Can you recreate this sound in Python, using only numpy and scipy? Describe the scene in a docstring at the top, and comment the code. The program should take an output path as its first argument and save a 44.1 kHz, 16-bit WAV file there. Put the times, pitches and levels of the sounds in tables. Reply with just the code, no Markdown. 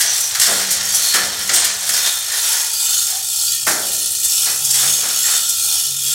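"""Chain hoist raising a steel truss

A hand chain is hauled about twice a second up on scaffolding: links rattle over the wheel and ring
the housing. Slack chain drags, clashes and squeals on the steelwork, and the load knocks against the
frame. Walls echo it all over a low town rumble, heard from the ground through a mono phone."""
import sys
import numpy as np
from scipy import signal
from scipy.fft import rfft, irfft
from scipy.io import wavfile
from scipy.ndimage import uniform_filter1d

SR = 44100
rng = np.random.default_rng(int(sys.argv[2]) if len(sys.argv) > 2 else 0)


def wav_out(sig):
    """Save sig, one row per channel (or a flat mono array), as 16-bit PCM at SR to the path in sys.argv[1]."""
    wavfile.write(sys.argv[1], SR, np.round(np.clip(np.atleast_2d(sig).T, -1, 1) * 32767).astype(np.int16))


N = 270754
TIME = np.arange(N) / SR


def undb(db):
    """Decibels to gain."""
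    return 10 ** (np.asarray(db) / 20)


def unit(x):
    """Scale to an rms of one."""
    return x / np.sqrt(np.mean(x ** 2))


def fade(t, t60):
    """Exponential decay by 60 dB in t60 seconds."""
    return np.exp(-np.log(1000) * t / t60)


def swell(middle, db, half_length):
    """A bell-shaped envelope that grows and dies away evenly around its middle."""
    return undb(db) * np.exp(-.5 * ((TIME - middle) / half_length) ** 2)


def gestures(rows, rest_db):
    """Envelope of overlapping swells over a resting level; their powers add."""
    return np.sqrt(undb(rest_db) ** 2 + sum(swell(*row) ** 2 for row in rows))


def drift(rate):
    """Smooth random modulation with an rms of one, taking a new turn `rate` times a second."""
    hold = int(SR / rate)
    steps = np.repeat(rng.standard_normal(N // hold + 1), hold)
    return unit(uniform_filter1d(steps, hold)[:N])


def convolve(x, response):
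    """Pass a sound through an impulse response."""
    return signal.oaconvolve(x, response)[:len(x)]


def equalise(x, points, size=8192):
    """Minimum-phase EQ through (frequency [Hz], gain [dB]) points."""
    hz, db = np.transpose(points)
    bins_hz = np.fft.rfftfreq(size, 1 / SR)
    gain = undb(np.interp(np.log(bins_hz + 1), np.log(hz), db))
    cepstrum = irfft(np.log(gain))
    cepstrum[1:size // 2] *= 2  # folded forward, so nothing rings ahead of a hit
    cepstrum[size // 2 + 1:] = 0
    return convolve(x, irfft(np.exp(rfft(cepstrum))))


def below(x, hz):
    """The part of a sound under a frequency."""
    return signal.sosfiltfilt(signal.butter(2, hz, fs=SR, output="sos"), x)


def resonate(x, hz, width_hz, db=0, passes=1):
    """Ring one resonance; every pass steepens its skirts and applies the gain again."""
    for _ in range(passes):
        x = undb(db) * signal.lfilter(*signal.iirpeak(hz, hz / width_hz, SR), x)
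    return x


def contacts(rate, spread_db):
    """Tiny impacts of uneven size, about `rate` a second."""
    hits = rng.random(N) < rate / SR
    polarity = rng.choice([-1, 1], N)
    sizes = undb(spread_db * np.clip(rng.standard_normal(N), -2, 2))
    return unit(hits * polarity * sizes)


def add(track, time, sound):
    """Mix a sound in at a time in seconds."""
    start = int(time * SR)
    track[start:start + len(sound)] += sound[:N - start]


def jingle(strikes, t60, links, modes=32):
    """Each link has its own high modes; from moment to moment another link is struck."""
    t, out = TIME[:SR // 8], np.zeros(N)
    struck_link = rng.integers(links, size=N)[np.arange(N) // 32]  # a new pick every 32 samples
    for link in range(links):
        hz = rng.uniform(2600, 15800, (modes, 1))
        partials = rng.choice([-1, 1], (modes, 1)) * np.sin(2 * np.pi * hz * t)
        ring = partials.sum(0) * fade(t, t60)
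        out += convolve(strikes * (struck_link == link), ring)
    return unit(out)


# Hauls on the hand chain, each speeding up and easing off (peak time [s], level [dB], half length [s])
HAND_PULLS = [(0.0, -17, 0.052), (.2, -19.5, 0.073), (.53, -20, .11), (1.04, -18, 0.14), (1.5, -26, 0.11),
              (2.03, -18.5, 0.14), (2.5, -17.5, 0.14), (2.94, -17, 0.18), (3.44, -18, 0.15),
              (3.99, -19.5, 0.18), (4.39, -16, 0.15), (4.83, -15, 0.17), (5.28, -16.5, 0.16),
              (5.7, -17, 0.18), (6.13, -17.5, .11)]
# Bright, thin EQ of the running links (frequency [Hz], gain [dB])
RATTLE_EQ = [(300, -67), (2200, -11), (2900, -8.5), (5000, -4.5), (7500, 1.5), (10500, -2), (13000, -5.5),
             (16000, -9)]
# Ring of the hoist housing (frequency [Hz], width [Hz], gain per pass [dB])
HOUSING_MODES = [(421, 42, -10.5), (848, 260, -11.5), (1366, 170, -7), (1850, 170, -11), (2459, 116.4, -5),
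                 (2962, 90, -3.5), (3320, 100, -1.5), (3596, 66, -0.5), (4269, 140, -1.5), (4667, 65, 0),
                 (5490, 320, -2), (5670, 88, -2.5), (6624, 370, -2), (7420, 77, 0.5), (7700, 380, -1),
                 (8850, 150, -2), (9880, 340, -4), (10800, 170, -2), (12300, 190, -8.5)]


def hoist(links_per_s=72, at_db=-18, doubling_db=12):
    """Links drop into the wheel and chatter, ringing chain and housing; harder is faster and louder."""
    effort = gestures(HAND_PULLS, rest_db=-28.5)  # the wheel never quite stops between pulls
    speed = 2 ** ((20 * np.log10(effort) - at_db) / doubling_db)
    link_rate = links_per_s * speed * (1 + .07 * drift(40))
    links_passed = np.cumsum(link_rate) / SR
    since_drop = links_passed % 1 / link_rate
    link_force = undb(rng.standard_normal(N)[links_passed.astype(int)])
    bursts = link_force * (fade(since_drop, t60=.042) + .33)
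    bursts /= np.sqrt(uniform_filter1d(bursts ** 2, SR // 12))  # evened out, so effort sets the level
    strikes = bursts * contacts(rate=5000, spread_db=1)
    ticks = unit(strikes - below(strikes, 6800))
    chain = unit(equalise(undb(-3) * ticks + jingle(strikes, t60=.1, links=32), RATTLE_EQ))
    # as the point of contact shifts, each housing mode waxes and wanes
    housing = unit(sum(resonate(strikes, *mode, passes=2) * undb(3 * drift(9)) for mode in HOUSING_MODES))
    return effort * (undb(-.72) * chain + undb(-4.5) * housing)


# Drags of slack chain along the steelwork (peak time [s], level [dB], half length [s])
CHAIN_DRAGS = [(.04, -21, 0.14), (.6, -21, 0.23), (.99, -23.5, 0.18), (1.35, -24, 0.24),
               (1.62, -19.5, 0.11), (2.01, -22.5, 0.16), (2.34, -23.5, 0.067), (2.53, -22.5, 0.11),
               (2.92, -32.5, 0.13), (3.14, -29, 0.048), (4.49, -27, 0.037), (4.82, -24, 0.074),
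               (5.05, -25, 0.12), (5.32, -22.5, .055), (5.78, -35, 0.027), (6.12, -33, .04)]
# Ring of the steel bars (frequency [Hz], width [Hz], gain [dB])
BAR_MODES = [(743, 130, -3), (1447, 80, -0.5), (1720, 160, -4.5), (1897, 200, -5), (3180, 42, 0.5),
             (3670, 23, 6.5), (4370, 47, -16), (5490, 140, -0.5), (5760, 110, 2), (6230, 79, -4.5)]
# Broad, gritty EQ of the drag (frequency [Hz], gain [dB])
DRAG_EQ = [(120, -33), (350, -10.5), (700, -3.5), (1100, -2), (1800, 0), (2700, 0), (4200, 5.5),
           (6000, 4.5), (9000, 2.5), (16000, -40)]


def slack_chain():
    """Loose links bump along the bars in uneven spurts; as they slide on, other bars take up the ring."""
    strikes = contacts(rate=4000, spread_db=3) * undb(2 * drift(60))
    bars = unit(sum(resonate(strikes, *mode) * undb(3.5 * drift(8)) for mode in BAR_MODES))
    scrape = unit(equalise(strikes + undb(-11.5) * bars, DRAG_EQ))
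    return scrape * gestures(CHAIN_DRAGS, rest_db=-48)  # the hanging chain always brushes the bars


# Bass-heavy EQ of distant traffic (frequency [Hz], gain [dB])
TRAFFIC_EQ = [(25, -22), (50, -15), (62, -10), (79, 0), (105, -1), (130, -7), (200, -15), (300, -21),
              (600, -19), (1200, -26), (4000, -34)]
# Fader ride on the traffic bed (time [s], level [dB])
TRAFFIC_LEVEL = [(0, -51.5), (1.9, -47), (2.2, -54), (3.5, -50.5), (6.14, -50.5)]
# Swells of low hum (peak time [s], level [dB], half length [s], frequency [Hz])
HUM_SWELLS = [(.7, -46, 0.17, 195), (1.5, -47.5, 0.27, 196), (3.6, -52, 0.12, 139.7),
              (3.87, -50, .1, 197.5), (4.767, -42.5, 0.19, 140), (6.035, -43, 0.1, 138)]


def town():
    """Distant traffic rumbles while a wavering hum comes and goes."""
    rumble = unit(equalise(rng.standard_normal(N), TRAFFIC_EQ))
    rumble_db = np.interp(TIME, *np.transpose(TRAFFIC_LEVEL)) + 1.9 * drift(4.46)
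    wavering_time = np.cumsum(1 + .013 * drift(24.96)) / SR
    hum = sum(unit(np.sin(2 * np.pi * hz * wavering_time)) * swell(time, db, half_length)
              for time, db, half_length, hz in HUM_SWELLS)
    return rumble * undb(rumble_db) + hum * undb(2 * drift(18))


# Slaps of chain on steel (time [s], level [dB], decay t60 [s], body gain [dB])
CHAIN_SLAPS = [(.003, -9.5, 0.14, 9), (.348, -11.5, 0.089, 10), (0.397, -3.5, 0.051, 4),
               (.41, -6.5, 0.24, 9), (.462, -11, 0.088, -1), (0.599, -21, 0.053, 16),
               (0.701, -7.5, 0.25, -1.5), (.944, -6.5, 0.096, -12), (1.137, -9, 0.16, 12),
               (1.492, -15, 0.055, 21.5), (1.53, -6.5, 0.29, 4), (1.64, -10, 0.17, 7),
               (1.891, -6, 0.062, 6), (1.937, -9, 0.059, 5.5), (1.976, -11, 0.036, -2),
               (3.665, -6.5, 0.072, -19), (3.675, -9.5, 0.37, -15), (4.23, -10, 0.079, -10),
               (4.246, -6, 0.059, -12), (4.644, -6.5, 0.11, -23), (4.707, -5, 0.067, -13),
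               (4.733, -10, 0.19, 3), (5.489, -6, 0.1, -24)]
# Clang and sizzle EQ of a slap (frequency [Hz], gain [dB])
SLAP_EQ = [(300, -29.5), (900, -18.5), (1900, 4.5), (2800, -7.5), (5000, 2), (8000, 5.5), (11000, 2),
           (16000, -7.5)]


def clashes(crossover_hz=4240):
    """A length of chain lands: many links strike and settle; a longer piece lands more gradually."""
    t, sizzle_envelope, body_envelope = TIME[:SR // 2], np.zeros(N), np.zeros(N)
    for time, db, t60, body_db in CHAIN_SLAPS:
        attack = 1 - fade(t, t60 / 4)
        landing = undb(db) * attack * fade(t, t60)
        add(sizzle_envelope, time, landing)
        add(body_envelope, time, landing * undb(body_db))
    strikes = contacts(rate=7900, spread_db=3.5)
    steel = unit(equalise(strikes + undb(1.5) * jingle(strikes, t60=.023, links=10), SLAP_EQ))
    body = below(steel, crossover_hz)
    return sizzle_envelope * (steel - body) + body_envelope * body


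# Squeals and groans of rubbed bars and links (peak time [s], frequency [Hz], level [dB], half length [s])
RUB_SQUEALS = [(0.01, 1720, -26.5, 0.026), (0.09, 5950, -20.5, 0.049), (0.51, 690, -31, 0.038),
               (0.246, 5970, -21, 0.028), (0.959, 10900, -17, 0.0067), (0.966, 6000, -22, 0.033),
               (1.105, 4320, -23, 0.086), (1.184, 1720, -25, .028), (1.583, 8500, -16, 0.034),
               (1.91, 720, -39.5, 0.053), (2.567, 923, -39.5, 0.11), (2.08, 3600, -25, 0.042),
               (2.334, 1830, -33, 0.036), (2.78, 4720, -24.5, .045), (3.14, 750, -40, 0.036),
               (5.256, 1890, -31, 0.013)]


def squeals():
    """The chain sticks and slips, feeding one mode in gritty spurts; it swells and dies away."""
    out, rubbing = np.zeros(N), contacts(rate=2800, spread_db=.5)
    for time, hz, db, half_length in RUB_SQUEALS:
        ring = unit(resonate(rubbing, hz, width_hz=.071 * hz + 50, passes=2))
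        out += ring * swell(time, db, half_length)
    return out


# Blows of the load on the frame (time [s], level [dB], bass gain [dB], attack [s])
LOAD_BLOWS = [(0.352, -24.5, -36, .012), (.47, -17.5, 2, 0.042), (1.142, -14.5, -2, 0.017),
              (1.494, -25, 2.5, .012), (1.888, -31.5, 1, 0.014), (3.666, -14.5, -1, 0.015),
              (3.676, -18, 1.5, .012), (4.463, -27, -3, .012), (4.827, -26, 0, 0.025),
              (5.032, -26.5, -1.5, 0.0093), (5.315, -31, -8, .02)]
# Mid-heavy EQ of planks and tubes (frequency [Hz], gain [dB])
CLATTER_EQ = [(40, -41), (120, -18), (200, -7), (500, 0.5), (800, 3), (1050, 0.5), (1400, 9), (2000, 5),
              (2700, -3), (6000, -2), (15000, -56)]
# Ring of the frame (frequency [Hz], level [dB], decay t60 [s])
FRAME_MODES = [(156, -17, 1.6), (197, -17, 1.6), (350, -12, .48), (517, -11, .8), (710, -12, .7),
               (851, -9, .35), (1050, -7, .17), (1340, -1, .12), (1440, -4, .4), (1669, -2, .33),
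               (1965, -2, .19)]


def knocks(bass_t60=1.0, mid_t60=.33):
    """The struck frame rings over a clatter of planks and tubes in which the lows last longest."""
    t, out = TIME[:SR * 2], np.zeros(N)
    for time, db, bass_db, attack in LOAD_BLOWS:
        strikes = contacts(rate=5000, spread_db=2.5)[:len(t)]
        clatter = unit(equalise(strikes, CLATTER_EQ))
        lows = below(clatter, 706)
        blow = lows * fade(t, bass_t60) + (clatter - lows) * fade(t, mid_t60)
        for hz, mode_db, t60 in FRAME_MODES:
            # each blow lands on another spot and so stirs another mix of modes
            share = rng.choice([-1, 1]) * rng.uniform(.1, .5)
            blow += share * undb(mode_db) * np.sin(2 * np.pi * hz * t) * fade(t, t60)
        blow += (undb(bass_db) - 1) * below(blow, 710)  # low shelf
        add(out, time, undb(db) * blow * (1 - fade(t, attack)))
    return out


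def yard(x, t60, wet_db, predelay_s=.012):
    """Walls and scaffolding add scattered echoes behind the direct sound."""
    t = TIME[:SR]
    tail = below(rng.standard_normal(SR), 8600) * fade(t, t60) * (t > predelay_s)
    return x + undb(wet_db) * convolve(x, tail / np.linalg.norm(tail))


def scene():
    """The metalwork echoes in the yard over the town bed, the same in both channels."""
    metalwork = hoist() + slack_chain() + clashes() + squeals() + knocks()
    mono = yard(metalwork, t60=.44, wet_db=-9.5) + town()
    return np.array([mono, mono])


def record(dry):
    """The phone soft-clips the highest peaks and cuts the top."""
    ceiling, top_hz = .9, 15800
    rounded = ceiling * np.tanh(dry / ceiling)
    return signal.sosfilt(signal.ellip(10, .2, 80, top_hz, fs=SR, output="sos"), rounded)


dry = scene()
out = record(dry)
wav_out(out)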